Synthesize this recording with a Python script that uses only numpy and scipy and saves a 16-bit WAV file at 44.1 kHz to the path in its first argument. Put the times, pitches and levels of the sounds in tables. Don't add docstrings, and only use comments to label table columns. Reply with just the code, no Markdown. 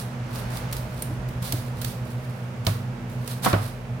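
import sys
import numpy as np
from scipy import signal
from scipy.fft import rfft, irfft
from scipy.io import wavfile
from scipy.ndimage import uniform_filter1d

SR = 44100
rng = np.random.default_rng(int(sys.argv[2]) if len(sys.argv) > 2 else 0)


def inscribe(sig):
    pcm = np.round(np.clip(np.atleast_2d(sig).T, -1, 1) * 32767)
    wavfile.write(sys.argv[1], SR, pcm.astype(np.int16))


N = 176400
TIME = np.arange(N) / SR
FREQS = np.fft.rfftfreq(N, 1 / SR)
KNIFE_LEFT_DB, BOARD_LEFT_DB, LOW_LEFT_DB = -2.5, -1.5, -0.5
KNIFE_SHARED, BOARD_SHARED = 0.079, 0.31


def amp(db):
    return 10 ** (np.asarray(db) / 20)


def unit(x):
    return x / np.sqrt(np.mean(x ** 2) + 1e-20)


def read(points, hz):
    f, value = np.transpose(points)
    return np.interp(np.log(hz + 1), np.log(f + 1), value)


def sides(left_db):
    return amp([[left_db], [-left_db]])


def colour(x, points):
    hz = abs(np.fft.fftfreq(8192, 1 / SR))
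    log_gain = np.log(unit(amp(read(points, hz))))
    minimum_phase = np.exp(np.conj(signal.hilbert(log_gain)))
    taps = np.fft.ifft(minimum_phase).real
    return signal.fftconvolve(np.atleast_2d(x), taps[None, :len(taps) // 2], axes=1)[:, :N]


def narrow(hz, width_hz):
    resonance = 1 + ((FREQS - hz) / width_hz * 2) ** 2
    return unit(irfft(rfft(rng.standard_normal(N)) / resonance, N))


def grains(spread_db, per_s=7000):
    size = amp(spread_db * np.minimum(rng.exponential(1, N), 4))
    return unit(size * rng.choice([-1, 1], N) * (rng.random(N) < per_s / SR))


def burst(start_s, rise_s, hold_s, decay_s):
    t = TIME - start_s
    return np.clip(t / rise_s, 0, 1) * np.exp(-np.clip((t - rise_s - hold_s) / decay_s, 0, 20))


def ring(modes, start_s, rise_s):
    t = np.arange(SR // 2) / SR
    tone = sum(amp(db - 60 * t / t60) * np.sin(2 * np.pi * hz * t) for hz, db, t60 in modes)
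    attack = np.clip((TIME - start_s) / rise_s, 0, 1)
    return np.pad(tone, (round(start_s * SR), N))[:N] * attack


# frequency_hz, t60_s
KITCHEN_DECAY = [(100, 0.21), (500, 0.3), (1500, 0.47), (4000, 0.46), (9000, 0.43), (15000, 0.41)]


def room(x, gap_s=0.0034):
    hz, t, spectrum = signal.stft(x, SR, nperseg=256)
    decay = amp(-60 * t / read(KITCHEN_DECAY, hz)[:, None]) ** 2 * np.clip(t / gap_s - 1, 0, 1)
    blurred = uniform_filter1d(abs(spectrum) ** 2, 65, axis=0)
    power = signal.fftconvolve(blurred, decay / decay.sum(1, keepdims=True), axes=1)[:, :len(t)]
    noise = signal.stft(rng.standard_normal((2, N)), SR, nperseg=256)[2]
    return signal.istft(noise / noise.std() * np.sqrt(abs(power)), SR, nperseg=256)[1][:, :N]


def crackle(force, spectrum, left_db, shared, spread_db, wet_db):
    common, left, right = (grains(spread_db) * force for _ in range(3))
    direct = np.sqrt(shared) * common + np.sqrt(1 - shared) * np.array([left, right])
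    return colour(direct + amp(wet_db) * room(common), spectrum) * sides(left_db)


# frequency_hz, relative_db
AIR_COLOUR = [(18, -48), (30, -38), (55, -32), (86, -36), (106, -3.5), (127, 2), (153, -13), (239, -10.5),
              (273, -26.5), (336, -23), (512, -20), (801, -27), (2680, -36.5), (3980, -47), (16000, -56)]
# frequency_hz, correlation
AIR_LIKENESS = [(60, .98), (150, 1), (300, 0.82), (600, 0.83), (1200, 0), (3000, 0), (15000, 0)]


def fan_air(level_db=-38, low_cut_hz=230):
    left, other = rfft(rng.standard_normal((2, N)))
    same = read(AIR_LIKENESS, FREQS)
    right = same * left + np.sqrt(1 - same ** 2) * other
    gain = amp(read(AIR_COLOUR, FREQS)) * FREQS / np.hypot(FREQS, low_cut_hz)
    return amp(level_db) * unit(irfft(np.array([left, right]) * gain, N)) * sides(-2.0)


# pitch_hz, relative_db
MOTOR_TONES = [(119.9, -37.2), (126.63, -35.1), (239.8, -44.5)]
# pitch_hz, width_hz, level_db
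ROOM_DRONE = [(45.9, 2, -47.5), (75, 3, -53.5), (108, 22, -45), (182, 27, -46.5), (328.9, 7, -60.5),
              (502, 30, -56.5), (622, 15, -55)]


def motor_hum(gain_db=-0.5, waver=0.067, in_phase_s=.073):
    t = TIME - in_phase_s
    tones = sum(amp(db) * np.sqrt(2) * np.cos(2 * np.pi * hz * t) * (1 + waver * narrow(0, 4.4))
                for hz, db in MOTOR_TONES)
    drone = sum(amp(db) * narrow(hz, width) for hz, width, db in ROOM_DRONE)
    return (amp(gain_db) * tones + drone) * sides(LOW_LEFT_DB)


# time_s, level_db
SHAKE_LEVEL = [(0, -69), (.5, -40), (.8, -36.5), (1.1, -38.5), (1.45, -37.5), (1.7, -42.5), (2.2, -45.5),
               (2.5, -71), (4, -61)]
DRAG_LEVEL = [(0, -47), (.25, -46.5), (.4, -42.5), (.6, -42), (.85, -46.5), (1.1, -47), (1.55, -47.5),
              (2.1, -49.5), (2.5, -49.5), (4, -52)]
# frequency_hz, relative_db
SHAKE_SPECTRUM = [(20, -12), (42, 4), (70, 3), (105, -9), (150, -2.5), (300, -16), (700, -55.5)]
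DRAG_SPECTRUM = [(100, -19), (300, -1), (600, -3.5), (850, 2), (1100, -3), (1400, -2.5), (1900, -7),
                 (2800, -11), (3600, -15.5), (6000, -18.5), (15000, -36.5)]


def sawing():
    shake_force = amp(np.interp(TIME, *np.transpose(SHAKE_LEVEL)))
    drag_force = amp(np.interp(TIME, *np.transpose(DRAG_LEVEL)))
    shake = colour(rng.standard_normal(N), SHAKE_SPECTRUM) * shake_force * sides(LOW_LEFT_DB)
    drag = crackle(drag_force, DRAG_SPECTRUM, BOARD_LEFT_DB, BOARD_SHARED, spread_db=3.5, wet_db=-1)
    return shake + drag


# peak_s, rise_s, fall_s, level_db
STROKES = [(0, .02, 0.029, -38.5), (.39, 0.077, 0.026, -43.5), (.55, 0.044, 0.047, -42.5),
           (.77, .03, 0.026, -46), (.99, 0.1, 0.061, -50), (1.429, 0.0049, 0.039, -36.5),
           (1.459, 0.031, 0.056, -39), (1.58, 0.036, 0.11, -47.5), (1.80, .04, 0.04, -48),
           (1.887, 0.046, 0.038, -44.5), (2.11, 0.057, 0.026, -50), (2.3, 0.2, .2, -59),
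           (3.11, .02, .12, -56.5), (3.25, 0.058, .05, -53), (3.31, 0.035, 0.023, -36.5),
           (3.432, 0.0093, .015, -36), (3.45, .007, 0.013, -26), (3.495, .03, 0.039, -38.5),
           (3.66, .06, 0.034, -40.5)]
# frequency_hz, relative_db
HISS_SPECTRUM = [(200, -2), (1000, 4), (2500, -1), (4200, 4.5), (7000, -3.5), (9200, 2.5), (12000, 0.5),
                 (15500, -2.5)]


def slices(clump_db=2.76):
    power = np.zeros(N)
    for at, rise, fall, db in STROKES:
        from_peak = (TIME - at) / np.where(TIME < at, rise, fall)
        power += amp(db) ** 2 * np.exp(-2 * np.minimum(from_peak ** 2, 20))
    force = np.sqrt(power) * amp(clump_db * narrow(0, width_hz=120))
    return crackle(force, HISS_SPECTRUM, KNIFE_LEFT_DB, KNIFE_SHARED, spread_db=3, wet_db=-3.5)


# start_s, level_db, decay_s
GRISTLE_SNAPS = [(.327, -49, 0.0026), (0.503, -45, .003), (0.568, -33, 0.0037), (.7118, -39, .002),
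                 (0.7252, -28.5, 0.0064), (0.7664, -35, .003), (1.0208, -34.5, 0.0068), (1.055, -49, .003),
                 (1.2853, -39, 0.0028), (1.5224, -24, 0.0032), (1.7689, -47, .002), (1.7863, -54, .002),
                 (1.8146, -29, 0.0034), (1.8447, -26, 0.0034), (2.1316, -53, .003), (2.6484, -41, 0.011),
                 (2.666, -26.5, 0.0086), (3.096, -51, 0.0045), (3.2753, -30.5, 0.0026), (3.3787, -45, .002),
                 (3.4452, -26, 0.0058)]
# frequency_hz, relative_db
SNAP_SPECTRUM = [(200, 0), (1300, 1.5), (2300, 0), (4200, 4), (7000, -1), (9200, 2), (12000, 2), (15500, 1)]


def snaps(rise_s=.001, hold_s=0.0037):
    force = sum(amp(db) * burst(at, rise_s, hold_s, decay) for at, db, decay in GRISTLE_SNAPS)
    return crackle(force, SNAP_SPECTRUM, KNIFE_LEFT_DB, KNIFE_SHARED, spread_db=5.5, wet_db=-3.5)


# pitch_hz, relative_db, t60_s
BLADE_MODES = [(7600, -11, .03), (9000, 2, 0.035), (9440, -1, 0.037), (9911, -10, .02), (10900, -3, 0.025),
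               (11900, 2, 0.019), (12400, 2, 0.013), (14120, -4, .018)]


def blade_ping(start_s=1.0222, gain_db=-24.5, wet_db=-9, tail_t60_s=0.45):
    blade = amp(gain_db) * ring(BLADE_MODES, start_s, rise_s=.001)
    tail = rng.standard_normal((2, N)) * amp(-60 * TIME / tail_t60_s)
    wet = signal.fftconvolve(blade[None], tail / np.linalg.norm(tail[0]), axes=1)[:, :N]
    return blade + amp(wet_db) * wet


# start_s, level_db, decay_s
JOINT_BREAKS = [(3.444, -27, 0.012), (3.458, -17.5, 0.0044), (3.4637, -19.5, 0.0084), (3.473, -31, 0.0046),
                (3.481, -38, .004), (3.591, -35, 0.0079)]
# frequency_hz, relative_db
JOINT_SPECTRUM = [(80, -7), (200, 3), (420, -2), (600, -1.5), (730, 3.5), (880, -1.5), (1110, 3),
                  (1400, -1), (1800, -6.5), (3000, -15), (5200, -19), (7000, -37), (15000, -32)]


def joint_crunch(rise_s=0.0013, hold_s=.002):
    force = sum(amp(db) * burst(at, rise_s, hold_s, decay) for at, db, decay in JOINT_BREAKS)
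    return crackle(force, JOINT_SPECTRUM, BOARD_LEFT_DB, BOARD_SHARED, spread_db=0.5, wet_db=-3)


# start_s, crack_db, clack_db, thud_db, boom_db
BLOWS = [(1.098, -63, -63, -31.5, -25.5), (1.527, -47, -49, -28.5, -23), (2.6663, -20, -27.5, -32, -13),
         (3.529, -24.5, -19.5, -24, -12)]
# frequency_hz, relative_db
EDGE_SPECTRUM = [(200, -3), (700, -1), (1400, -1.5), (2500, -1.5), (4200, 0), (6200, -10), (8000, -17),
                 (15000, -26)]
BOARD_SPECTRUM = [(80, -37), (200, -5), (350, 2), (470, -3.5), (640, 6.5), (880, -2), (1120, 3.5),
                  (1400, -2), (1800, -9.5), (3000, -14.5), (5200, -40), (9000, -71)]
MEAT_SPECTRUM = [(80, -19.5), (170, -7), (300, 3), (400, -12.5), (600, -6.5), (1500, -50.5)]
# pitch_hz, relative_db, t60_s
TABLE_MODES = [(59.5, -23, 0.35), (85.6, -4.5, 0.053), (102.7, -2.5, 0.39), (163.5, -6, .14),
               (261, -23, 0.36), (330, -21, 0.035)]


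def knocks(spread_db=0.5, boom_lag_s=0.00512):
    times, crack_db, clack_db, thud_db, boom_db = np.transpose(BLOWS)
    edge = np.array([burst(at, rise_s=.001, hold_s=0.0021, decay_s=.002) for at in times])
    push = np.array([burst(at, rise_s=0.0026, hold_s=0.011, decay_s=0.0095) for at in times])
    table = np.array([ring(TABLE_MODES, at + boom_lag_s, rise_s=.003) for at in times])
    crack = crackle(amp(crack_db) @ edge, EDGE_SPECTRUM, KNIFE_LEFT_DB, KNIFE_SHARED, spread_db,
                    wet_db=-8.5)
    clack = crackle(amp(clack_db) @ push, BOARD_SPECTRUM, BOARD_LEFT_DB, BOARD_SHARED, spread_db,
                    wet_db=-6)
    thud = crackle(amp(thud_db) @ push, MEAT_SPECTRUM, LOW_LEFT_DB, shared=0.98, spread_db=spread_db,
                   wet_db=-12.5)
    boom = amp(boom_db) @ table * sides(LOW_LEFT_DB)
    return crack + clack + thud - boom


def scene():
    room_tone = motor_hum() + fan_air()
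    return room_tone + sawing() + slices() + snaps() + blade_ping() + knocks() + joint_crunch()


def record(dry, low_cut_hz=43, high_cut_hz=16250):
    bass_cut = 1 - np.exp(-(FREQS / low_cut_hz) ** 6)
    low_pass = signal.firwin(401, high_cut_hz, window=("kaiser", 9), fs=SR)
    return signal.oaconvolve(irfft(rfft(dry) * bass_cut, N), low_pass[None], "same")


dry = scene()
out = record(dry)
inscribe(out)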